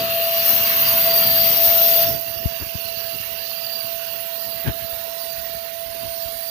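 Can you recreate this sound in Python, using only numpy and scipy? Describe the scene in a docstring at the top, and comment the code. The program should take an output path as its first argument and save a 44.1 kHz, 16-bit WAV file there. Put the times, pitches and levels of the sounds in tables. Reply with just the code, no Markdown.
"""An electric paint spray gun runs steadily in a workshop, heard from a hand-held stereo microphone.
From the start the turbine hums and whines, air rushes, the nozzle hisses and the room rumbles; a rub opens it.
Brief air whistles follow from half a second on. After two seconds the microphone turns away from the gun,
and a finger covers the left port, muffling it, and knocks and rubs on the case until the end.
Sines make the turbine, whistles and knocks; filtered, flickering noise makes the air, rumble and rubs."""
import sys
import numpy as np
from scipy import signal
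from scipy.fft import rfft, irfft, next_fast_len
from scipy.io import wavfile
from scipy.ndimage import uniform_filter1d, minimum_filter1d, map_coordinates

SR = 44100
rng = np.random.default_rng(int(sys.argv[2]) if len(sys.argv) > 2 else 0)


def waveform_to_disk(signal):
    """Save audio, clipped to [-1, 1], as 16-bit WAV at the path in sys.argv[1]."""
    frames = np.transpose(np.atleast_2d(signal))
    scaled = np.clip(frames, -1, 1) * 32767
    samples = np.round(scaled).astype(np.int16)
    wavfile.write(sys.argv[1], SR, samples)


N = 286631
TIME = np.arange(N) / SR  # seconds
SIZE = next_fast_len(N + 4096)  # samples of noise, with some to spare
FREQS = np.maximum(np.arange(SIZE // 2 + 1) * SR / SIZE, 1)  # Hz


def from_db(db):
    """Turn decibels into gain."""
    return 10 ** (np.asarray(db) / 20)


def rms_one(x):
    """Scale to unit power."""
    return x / np.sqrt(np.mean(x ** 2) + 1e-20)


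def in_time(rows):
    """Join the rows by straight lines, giving one curve per column after the time."""
    seconds, *columns = np.transpose(rows)
    return [np.interp(TIME, seconds, column) for column in columns]


def level_gain(rows):
    """Turn a table of times and decibels into a gain curve."""
    return from_db(in_time(rows)[0])


def colour(points):
    """Read the gain at every frequency from a short spectrum."""
    hz, db = np.transpose(points)
    return from_db(np.interp(np.log(FREQS), np.log(hz), db))


def resonance(hz, width):
    """Gain of one resonance, 1 on top."""
    return 1 / np.sqrt(1 + ((FREQS ** 2 - hz ** 2) / (FREQS * width)) ** 2)


def hollows(modes):
    """Gain of several air resonances side by side."""
    return sum(from_db(db) * resonance(hz, width) ** 2 for hz, width, db in modes)


def drift(rate):
    """Smooth random wandering with spread 1; a higher rate in Hz wanders faster."""
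    step = 40  # samples between the random points
    pole = np.exp(-2 * np.pi * rate * step / SR)
    noise = rng.standard_normal(N // step + 2002)
    slow = signal.lfilter([1], [1, -2 * pole, pole ** 2], noise)[2000:]
    return np.interp(np.arange(N) / step, np.arange(len(slow)), rms_one(slow))


def flicker(noise, patchy_db, rate, patch_hz):
    """Eddies and moving reflections lift and drop patches of the spectrum, each for a moment."""
    grid = signal.stft(noise, nperseg=512)[2]
    keep_time = np.exp(-2 * np.pi * rate * 256 / SR)
    keep_hz = np.exp(-SR / 512 / patch_hz)
    field = rng.standard_normal(grid.shape[1:])
    field = signal.lfilter([1], [1, -keep_time], field, axis=1)
    field = rms_one(signal.filtfilt([1], [1, -keep_hz], field, axis=0, padtype="even"))
    return signal.istft(grid * from_db(patchy_db * field))[1][:, :SIZE]


def turbulence(gain, alike, lag_s, patchy_db, rate, patch_hz=150):
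    """Flickering stereo noise of one colour; the part shared by both ports reaches the left one later."""
    own, right = rfft(flicker(rng.standard_normal((2, SIZE)), patchy_db, rate, patch_hz))
    late = np.exp(-2j * np.pi * FREQS * lag_s)
    left = alike * right * late + np.sqrt(1 - alike ** 2) * own
    return rms_one(irfft(gain * np.array([left, right]), SIZE)[:, :N])


def gun_air(gain, patchy_db, rate, patch_hz=150):
    """Turbulence from the gun, which stands to the right and so reaches the left port later."""
    return turbulence(gain, 0.55, 0.00033, patchy_db, rate, patch_hz)


def lumpy(gain, lumps_db, rate):
    """Noise at one port that comes in uneven lumps."""
    noise = irfft(gain * rfft(rng.standard_normal(SIZE)), SIZE)[:N]
    return rms_one(noise * from_db(lumps_db * drift(rate)))


def swell(s, half, tail=1):
    """A bell-shaped rise and a fall that is tail times as long."""
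    out = np.zeros(N)
    near = slice(*np.searchsorted(TIME, [s - 6 * half, s + 6 * half * tail]))
    away = TIME[near] - s
    out[near] = np.exp(-.5 * (away / np.where(away < 0, half, half * tail)) ** 2)
    return out


def ports(left_db, order=2):
    """Share a sound between left and right port, keeping its power (order 2) or its amplitude (order 1)."""
    pair = np.array([from_db(left_db), np.ones(N)])
    return pair / np.mean(pair ** order, axis=0) ** (1 / order)


def partial(turn, multiple, flutter_db, rate):
    """One line of the turbine; shifting reflections make its level and phase flutter."""
    level = from_db(flutter_db * drift(rate))
    phase_flutter = 0.42 * drift(rate=rate)  # radians
    return level * np.sin(multiple * turn + phase_flutter)


# Turbine speed, almost steady. Each row: time in seconds, speed in turns per second.
SPEED = [(0, 667.2), (.9, 665.7), (2.0, 665.8), (2.6, 666.6), (6.5, 666.5)]


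def turbine_turn():
    """The turning angle in radians adds up the speed, which trembles slightly."""
    speed, = in_time(SPEED)
    jitter = 0.0003 * drift(32)  # as a share of the speed
    return 2 * np.pi * np.cumsum(speed * (1 + jitter)) / SR


# The hum as the microphone moves through its standing waves.
# Each row: time in seconds, relative level in dB.
HUM_LEVEL = [(0.0, -26.5), (0.16, -24.5), (0.36, -24.5), (0.45, -30.5), (0.9, -32), (0.96, -25),
             (1.03, -32), (1.08, -22), (1.27, -29.5), (1.47, -25), (1.55, -35.5), (1.59, -25.5),
             (2.08, -24), (2.21, -35.5), (2.565, -35.5), (2.6, -49), (2.64, -41.5), (2.71, -39),
             (2.78, -40.5), (2.86, -37.5), (3.1, -36), (3.19, -42.5), (3.25, -46), (3.29, -37.5),
             (3.46, -41), (3.96, -35), (4.02, -38), (4.87, -35.5), (5.25, -36), (6.24, -34.5), (6.5, -38.5)]
# Weak overtones of the hum. Each row: multiple of the turbine speed, level in dB relative to the rush.
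ROTOR_ORDERS = [(2, -19), (3, -23.5), (4, -30)]


def rotor(turn, cover_db, hum_db=3, overtones_db=8):
    """The rotor hums once a turn, with weak overtones that follow the level of the rushing air."""
    leak_phase = 0.053 * cover_db - .35  # radians; sound that leaks round the finger arrives late
    waver = 0.14 * drift(15)  # radians, from reflections
    hum = np.sin([turn + waver + leak_phase, turn + waver])
    hum = hum * from_db(hum_db + 0.91 * drift(23.5)) * level_gain(HUM_LEVEL)
    overtones = sum(from_db(overtones_db + db) * partial(turn, multiple, flutter_db=3.0, rate=9.8)
                    for multiple, db in ROTOR_ORDERS)
    overtones = level_gain(RUSH_LEVEL) * overtones
    return ports(0.9 * cover_db + 1.0, order=1) * hum + ports(cover_db + 8.0) * overtones


# The blade whine over time. Each row: time in seconds, relative level in dB.
WHINE_LEVEL = [(0.0, -36.5), (0.2, -55), (0.25, -35), (0.29, -43), (0.38, -33), (0.57, -45.5), (0.66, -35),
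               (0.74, -40), (0.87, -31.5), (0.98, -38), (1.12, -25.5), (1.3, -27.5), (1.55, -36),
               (1.78, -42), (1.86, -34), (2.01, -31.5), (2.2, -45.5), (2.85, -46.5), (2.97, -40),
               (3.31, -54), (3.38, -44.5), (3.44, -40), (3.48, -48), (3.507, -35), (3.53, -47),
               (3.605, -39), (3.8, -37), (3.97, -51.5), (4.17, -47), (4.25, -59), (4.46, -43), (4.61, -45),
               (4.69, -72), (4.87, -48), (4.99, -56), (5.14, -55), (5.3, -41.5), (5.44, -56), (5.52, -45),
               (5.65, -51), (5.87, -56), (6.01, -45), (6.08, -51), (6.33, -44.5), (6.41, -53), (6.5, -39)]
# The whine and its neighbours. Each row: multiple of the turbine speed, relative level in dB.
BLADE_ORDERS = [(6, -19), (7, -0.5), (21, -4)]
# Wake noise on both sides of the blade tone. Each row: centre in Hz, width in Hz, relative level in dB.
WAKE = [(4595, 110, 4), (4705, 130, 2)]


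def blade_whine(turn, cover_db, whine_db=2, wake_db=-5.5):
    """The blades whine mainly seven times a turn, in a halo of blade wake noise."""
    blades = sum(from_db(db) * partial(turn, multiple, flutter_db=4.0, rate=40)
                 for multiple, db in BLADE_ORDERS)
    wake = from_db(wake_db) * gun_air(hollows(WAKE), patchy_db=2.5, rate=26)
    level = from_db(whine_db) * level_gain(WHINE_LEVEL)
    return ports(cover_db - 7, order=1) * level * (blades + wake)


# The rough upper octave of the blade whine. Each row: time in seconds, relative level in dB.
OCTAVE_LEVEL = [(0, -48), (2, -46), (2.4, -55), (2.75, -50), (3.5, -53), (4.9, -58), (5.25, -40),
                (5.45, -71), (5.8, -46), (5.94, -50), (6.1, -41.5), (6.5, -49)]


def blade_octave(turn, cover_db, line_db=-14):
    """An octave above the whine, a band of noise near 9320 Hz hides a weak line at 14 times a turn."""
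    rough = gun_air(resonance(9320, width=300) ** 2, patchy_db=2.5, rate=12)
    line = from_db(line_db) * partial(turn, multiple=14, flutter_db=3.0, rate=40)
    return ports(cover_db) * level_gain(OCTAVE_LEVEL) * (rough + line)


def turbine(cover_db):
    """Rotor and blades turn together, so all their tones follow the same turning angle."""
    turn = turbine_turn()
    return rotor(turn, cover_db) + blade_whine(turn, cover_db) + blade_octave(turn, cover_db)


def bounce(x, delay_s=0.0021, sway_s=0.00025, copy_db=-10):
    """The floor sends back a copy whose delay sways with the hand, so that the colour keeps shifting."""
    late = (TIME - delay_s - sway_s * drift(0.507)) * SR
    copy = np.array([map_coordinates(side, [late], order=3) for side in x])
    return (x + from_db(copy_db) * copy) / np.hypot(1, from_db(copy_db))


# Colour of the rushing air. Each row: frequency in Hz, relative level in dB per Hz.
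RUSH = [(150, -25), (230, -4), (300, -20), (360, -15), (420, -3.5), (600, -6), (745, 0.5), (790, -11),
        (840, -17), (890, -3.5), (1450, -4), (1850, -0.5), (2150, -3.5), (3000, -4), (4150, 1),
        (5000, -7.5), (6200, -13), (7000, -10.5), (7700, -43)]
# The rush, which falls as the microphone turns away. Each row: time in seconds, relative level in dB.
RUSH_LEVEL = [(0, -36.5), (.25, -40.5), (.55, -37.5), (1.3, -38), (1.7, -35.5), (2.04, -35), (2.19, -47),
              (4.3, -46.5), (6.5, -47.5)]
# Resonances of the motor shell. Each row: centre in Hz, width in Hz, relative level in dB.
SHELL = [(1097, 400, 13), (1940, 1230, 10)]
# The shell, heard while the microphone faces the gun. Each row: time in seconds, relative level in dB.
SHELL_LEVEL = [(0, -40), (.4, -36.5), (.85, -29.5), (1.4, -35.5), (2.05, -50), (2.3, -64), (6.5, -75)]
# Higher air resonances, of the vents. Each row: centre in Hz, width in Hz, relative level in dB.
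VENTS = [(3220, 310, 2), (3700, 330, -7), (4260, 800, 6)]
# The vents over time. Each row: time in seconds, relative level in dB.
VENTS_LEVEL = [(0, -34), (.55, -35.5), (1.4, -29), (2.05, -35.5), (2.2, -66), (2.9, -45), (4.1, -42),
               (4.5, -43), (5.2, -44), (5.7, -46), (6.5, -41.5)]
# Colour of the broad hiss round the nozzle cap. Each row: frequency in Hz, relative level in dB per Hz.
CAP = [(4500, -19), (5000, 2.5), (5400, 4), (6100, 0.5), (6800, -6), (7600, -34)]
# The cap hiss over time. Each row: time in seconds, relative level in dB.
CAP_LEVEL = [(0, -46), (.22, -46), (.36, -32.5), (.7, -34.5), (1.25, -37.5), (1.5, -32), (2.09, -33.5),
             (2.22, -43), (3.6, -43.5), (4.1, -44.5), (4.65, -50), (5.15, -44), (5.75, -49), (6.2, -44),
             (6.5, -47)]
# Main air resonance of the housing. Each row: centre in Hz, width in Hz, relative level in dB.
HOUSING = [(2780, 400, 14.5)]
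# The ringing housing over time. Each row: time in seconds, relative level in dB.
HOUSING_LEVEL = [(0.0, -34), (0.96, -33), (1.23, -37.5), (2.061, -37.5), (2.13, -44.5), (2.7, -40.5),
                 (4.18, -41), (4.36, -46), (6.5, -51.5)]


def air(cover_db, rush_db=8, ring_db=2.0):
    """Air rushes through the gun, hisses round the cap and rings in the shell, the housing and the vents."""
    rush = gun_air(colour(RUSH), patchy_db=3.0, rate=4.0, patch_hz=105)
    rush = from_db(rush_db) * level_gain(RUSH_LEVEL) * rush
    shell = level_gain(SHELL_LEVEL) * gun_air(hollows(SHELL), patchy_db=3.0, rate=17.0, patch_hz=99)
    vents = level_gain(VENTS_LEVEL) * gun_air(hollows(VENTS), patchy_db=2.5, rate=1.9, patch_hz=99)
    cap = level_gain(CAP_LEVEL) * gun_air(colour(CAP), patchy_db=3.5, rate=6.9, patch_hz=70)
    ring = gun_air(hollows(HOUSING), patchy_db=2.0, rate=13.0, patch_hz=99)
    ring = from_db(ring_db) * level_gain(HOUSING_LEVEL) * ring
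    bounced = bounce(rush + shell + vents + cap)
    return ports(0.86 * cover_db - .5) * bounced + ports(1.1 * cover_db - 11.5) * ring


# The narrow beam sweeping over the ports.
# Each row: time in seconds, relative level in dB, left minus right in dB.
JET = [(0.0, -30, 6.5), (0.35, -26, 1), (0.5, -19.5, 7), (0.63, -22.5, 1), (0.94, -20, -0.5),
       (1.38, -20, 4), (2.01, -17.5, 4.5), (2.19, -34, -13.5), (2.75, -36, -28), (4.54, -35.5, -33),
       (4.94, -36.5, -21), (5.38, -37.5, -27), (5.87, -39.5, -22.5), (6.5, -35.5, -24)]
# How far the beam points away.
# Each row: time in seconds, broad hiss against the beamed top in dB, at the right port.
OFF_AXIS = [(0, -6.5), (2, -11.5), (2.8, -4), (4.4, -5.5), (6.1, 0), (6.5, -0.5)]
# Colour of the broad hiss. Each row: frequency in Hz, relative level in dB per Hz.
HISS = [(6500, -11.5), (7700, -14), (8500, -12), (9200, -8.5), (10000, -3), (11800, 1.5), (13000, -0.5),
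        (15400, 6.5), (16500, -39)]
# Colour of the beamed, very high top. Each row: frequency in Hz, relative level in dB per Hz.
HISS_TOP = [(10000, -22), (11500, -3.5), (13000, 7.5), (14000, 9.5), (15400, 8.5), (16500, -31)]
# The nozzle spits. Each row: time in seconds, rise in dB.
SPITS = [(.185, 1), (.53, 1), (1.245, 0.5), (1.68, 2), (2.218, 2)]


def nozzle(cover_db, hiss_db=4.0):
    """The jet tears paint into mist with a very high hiss, dull off axis; its sputter calms under the finger."""
    level_db, pan_db = in_time(JET)
    away_db, = in_time(OFF_AXIS)
    dull = from_db([2.23 * away_db + 8.5, away_db])  # share of broad hiss at the left and right port
    broad = turbulence(colour(HISS), alike=0.53, lag_s=0, patchy_db=5.196, rate=9.7, patch_hz=132)
    top = turbulence(colour(HISS_TOP), alike=0.63, lag_s=0, patchy_db=1.2, rate=8.6, patch_hz=136)
    hiss = (top + dull * broad) / np.hypot(1, dull)
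    sputter_db = 1.35 * from_db(0.3 * cover_db) * drift(20)
    spit_db = sum(db * swell(s, half=0.012) for s, db in SPITS)
    flutter_db = 0.8 * drift(75)
    loudness = from_db(hiss_db + level_db + sputter_db + spit_db + flutter_db)
    return ports(pan_db, order=1) * loudness * hiss


# Colour of the workshop's low rumble. Each row: frequency in Hz, relative level in dB per Hz.
RUMBLE = [(25, -38), (45, -34), (70, -2.5), (108, 6.5), (130, 2.5), (185, 2.5), (250, -2), (330, -9.5),
          (600, -23)]
# The rumble over time. Each row: time in seconds, relative level in dB.
RUMBLE_LEVEL = [(0, -37.5), (.25, -49), (.6, -40), (1.35, -37.5), (1.87, -44), (2.05, -38.5), (2.3, -48),
                (3.5, -48.5), (4.4, -49), (6.5, -49.5)]


def workshop(cover_db):
    """A low rumble, nearly alike at both ports until the finger weakens it at the left one."""
    level_db, = in_time(RUMBLE_LEVEL)
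    rumble = turbulence(colour(RUMBLE), alike=0.96, lag_s=0, patchy_db=1.3, rate=9.0, patch_hz=60)
    return from_db([level_db + 1.3 * cover_db, level_db]) * rumble


# Finger rubs. Each row: time in seconds, half length in seconds,
# then the relative levels of boom, scuff and crackle in dB.
RUBS = [(0.03, 0.026, -54, -33.5, -60), (2.118, 0.044, -27.5, -38.5, -52), (2.29, .02, -42, -47, -60),
        (2.433, 0.031, -43, -41, -55), (2.53, .015, -45, -61, -60), (2.621, .012, -36, -34.5, -37),
        (2.755, 0.0099, -42, -42, -60), (3.145, 0.014, -53, -44, -52), (3.872, 0.039, -50, -57, -60),
        (4.478, 0.017, -42, -47, -55), (4.567, 0.022, -43, -51, -58), (4.68, 0.017, -18, -26, -26.5),
        (4.754, .015, -45, -46, -58), (4.838, 0.011, -38, -51, -60), (5.395, 0.013, -40, -59, -60),
        (5.56, 0.011, -41, -58, -60), (5.738, .011, -51, -60, -60), (5.878, 0.019, -53, -51, -60),
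        (5.958, 0.013, -46, -43, -58), (6.043, 0.027, -38.5, -41, -56)]
# Colour of the boom at the left port. Each row: frequency in Hz, relative level in dB per Hz.
RUB_BOOM = [(25, -25), (60, 1), (110, 12), (180, 6), (300, -4.5), (500, -35), (1000, -42), (6000, -65)]
# Colour of the scuff at both ports. Each row: frequency in Hz, relative level in dB per Hz.
RUB_SCUFF = [(110, 1), (230, 8), (380, 6), (560, -4), (700, -4), (1000, -8), (1400, -18), (3000, -35)]
# Colour of the crackle at the right, open port. Each row: frequency in Hz, relative level in dB per Hz.
RUB_CRACKLE = [(500, -1), (900, 1), (1250, -17), (1600, 8), (2250, -2), (2800, 2), (3600, -7), (5500, -22)]


def rubs(scuff_open_db=-5):
    """Skin drags over the case: a boom at the left port, a crackle at the right and a scuff at both."""
    boom, scuff, crackle = sum(from_db(levels_db)[:, None] * swell(s, half, tail=0.99)
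                               for s, half, *levels_db in RUBS)
    boom = boom * lumpy(colour(RUB_BOOM), lumps_db=1.5, rate=330)
    scuff = scuff * lumpy(colour(RUB_SCUFF), lumps_db=3.5, rate=380)
    crackle = crackle * lumpy(colour(RUB_CRACKLE), lumps_db=5, rate=210)
    return np.array([boom + scuff, crackle + from_db(scuff_open_db) * scuff])


# Short whistles of air at an edge of the housing.
# Each row: time in seconds, half length in seconds, pitch in Hz, relative level in dB.
WHISTLES = [(0.533, 0.079, 4200, -33), (2.813, .006, 4400, -32), (2.852, 0.011, 4190, -32),
            (2.863, 0.0076, 4350, -31), (2.892, 0.0076, 4140, -30), (2.95, .015, 4300, -39),
            (2.976, .009, 4330, -35), (3.39, 0.0073, 4180, -34), (3.42, .008, 4300, -40),
            (3.455, .007, 4400, -39), (3.478, 0.005, 4240, -36), (3.513, 0.0064, 4280, -33),
            (4.5, 0.1, 4150, -43), (6.21, .01, 4230, -38)]


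def whistles(cover_db, wobble_hz=25):
    """Now and then the air catches an edge and squeaks at an unsteady pitch."""
    wobble = 2 * np.pi * np.cumsum(wobble_hz * drift(36.7)) / SR
    squeaks = sum(from_db(db) * swell(s, half) * np.sin(2 * np.pi * hz * TIME + wobble)
                  for s, half, hz, db in WHISTLES)
    return ports(cover_db - 29) * squeaks


# The finger lands on the left port, then seals it.
# Each row: start in seconds, time taken in seconds, loss in dB.
PRESSES = [(2.04, .17, 22.5), (2.38, 0.38, 8.5)]


def finger():
    """Cover of the left port in dB, zero when open: each press shuts it further."""
    return -sum(db * np.clip((TIME - s) / taken, 0, 1) for s, taken, db in PRESSES)


def tremor(cover_db, tremor_db=-57.5):
    """The pressed finger trembles as a deep, lumpy noise at the left port, more so round each knock."""
    unrest = 1 + np.max([swell(s, half=0.08) for s, *_ in KNOCKS], axis=0)
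    pressed = 1 - from_db(cover_db)
    noise = lumpy(resonance(55, width=96) ** 2, lumps_db=3.5, rate=3.6)
    return from_db(tremor_db) * unrest * pressed ** 2 * noise * np.array([[1], [0]])


# Finger knocks on the case. Each row: time in seconds, level of the pumped air in dB, pitch in Hz,
# level of the snap against the pumped air in dB.
KNOCKS = [(2.161, -26, 111, -16), (2.308, -28, 111, -22), (2.371, -28, 104, -20), (2.459, -6, 100, -13),
          (2.612, -22, 105, -12), (2.624, -24, 85, -18), (2.667, -29, 110, -12), (2.755, -16, 126, -18),
          (2.855, -32, 109, -6), (2.912, -38, 90, -13), (2.974, -31, 128, -6), (3.05, -31, 115, -20),
          (3.141, -34, 140, -14), (3.158, -28, 165, -12), (3.203, -28, 127, -19), (3.315, -37, 85, -22),
          (3.847, -29, 175, -17), (4.672, -17, 135, -9), (4.683, -18, 140, -14), (4.698, -13, 106, -22),
          (4.825, -33, 110, -23), (4.848, -31, 110, -18), (4.931, -31, 86, -28), (4.972, -36, 95, -28),
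          (5.382, -32, 83, -22), (5.411, -35, 80, -28), (5.553, -33, 100, -20), (5.572, -38, 100, -20),
          (5.865, -32, 75, -24), (5.899, -35, 85, -24), (6.058, -35, 130, -16), (6.079, -30, 90, -26),
          (6.112, -37, 85, -28), (6.259, -28, 77, -28), (6.355, -37, 75, -30)]


def knocks(rise=0.31, decay=0.79, relax=1.8, open_port_db=-24):
    """Each knock pumps air under the finger, ever slower as the skin relaxes, with a snap (times in cycles)."""
    out = np.zeros(N)
    for s, db, hz, snap_db in KNOCKS:
        near = np.abs(TIME - s) < .08
        cycles = (TIME[near] - s) * hz
        slowed = np.minimum(cycles, 0) + relax * np.log1p(np.maximum(cycles, 0) / relax)
        pump = np.cos(2 * np.pi * slowed) * np.exp(np.minimum(cycles / rise, -cycles / decay))
        # the case snaps at twice the pitch
        snap = np.cos(2 * np.pi * 2.0 * cycles) * np.exp(-np.abs(cycles) / 0.27)
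        out[near] += from_db(db) * (pump + from_db(snap_db) * snap)
    return out * from_db([[0], [open_port_db]])


def scene():
    """Add up the gun, the workshop and the hand on the microphone."""
    cover_db = finger()
    gun = turbine(cover_db) + air(cover_db) + nozzle(cover_db) + whistles(cover_db)
    hand = rubs() + tremor(cover_db) + knocks()
    return gun + workshop(cover_db) + hand


def record(dry, low_cut_hz=33, top_cut_hz=15520):
    """The deepest bass is rolled off, a limiter holds the peaks, and the top is cut steeply."""
    thinned = signal.sosfilt(signal.butter(2, low_cut_hz, "high", fs=SR, output="sos"), dry)
    headroom = .88 / np.maximum(np.abs(thinned), .88)
    limiter_gain = uniform_filter1d(minimum_filter1d(headroom, size=201), size=101)
    top_cut = 1 / np.sqrt(1 + (FREQS / top_cut_hz) ** 1000)
    return irfft(rfft(thinned * limiter_gain, SIZE) * top_cut, SIZE)[:, :N]


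dry = scene()
out = record(dry)
waveform_to_disk(out)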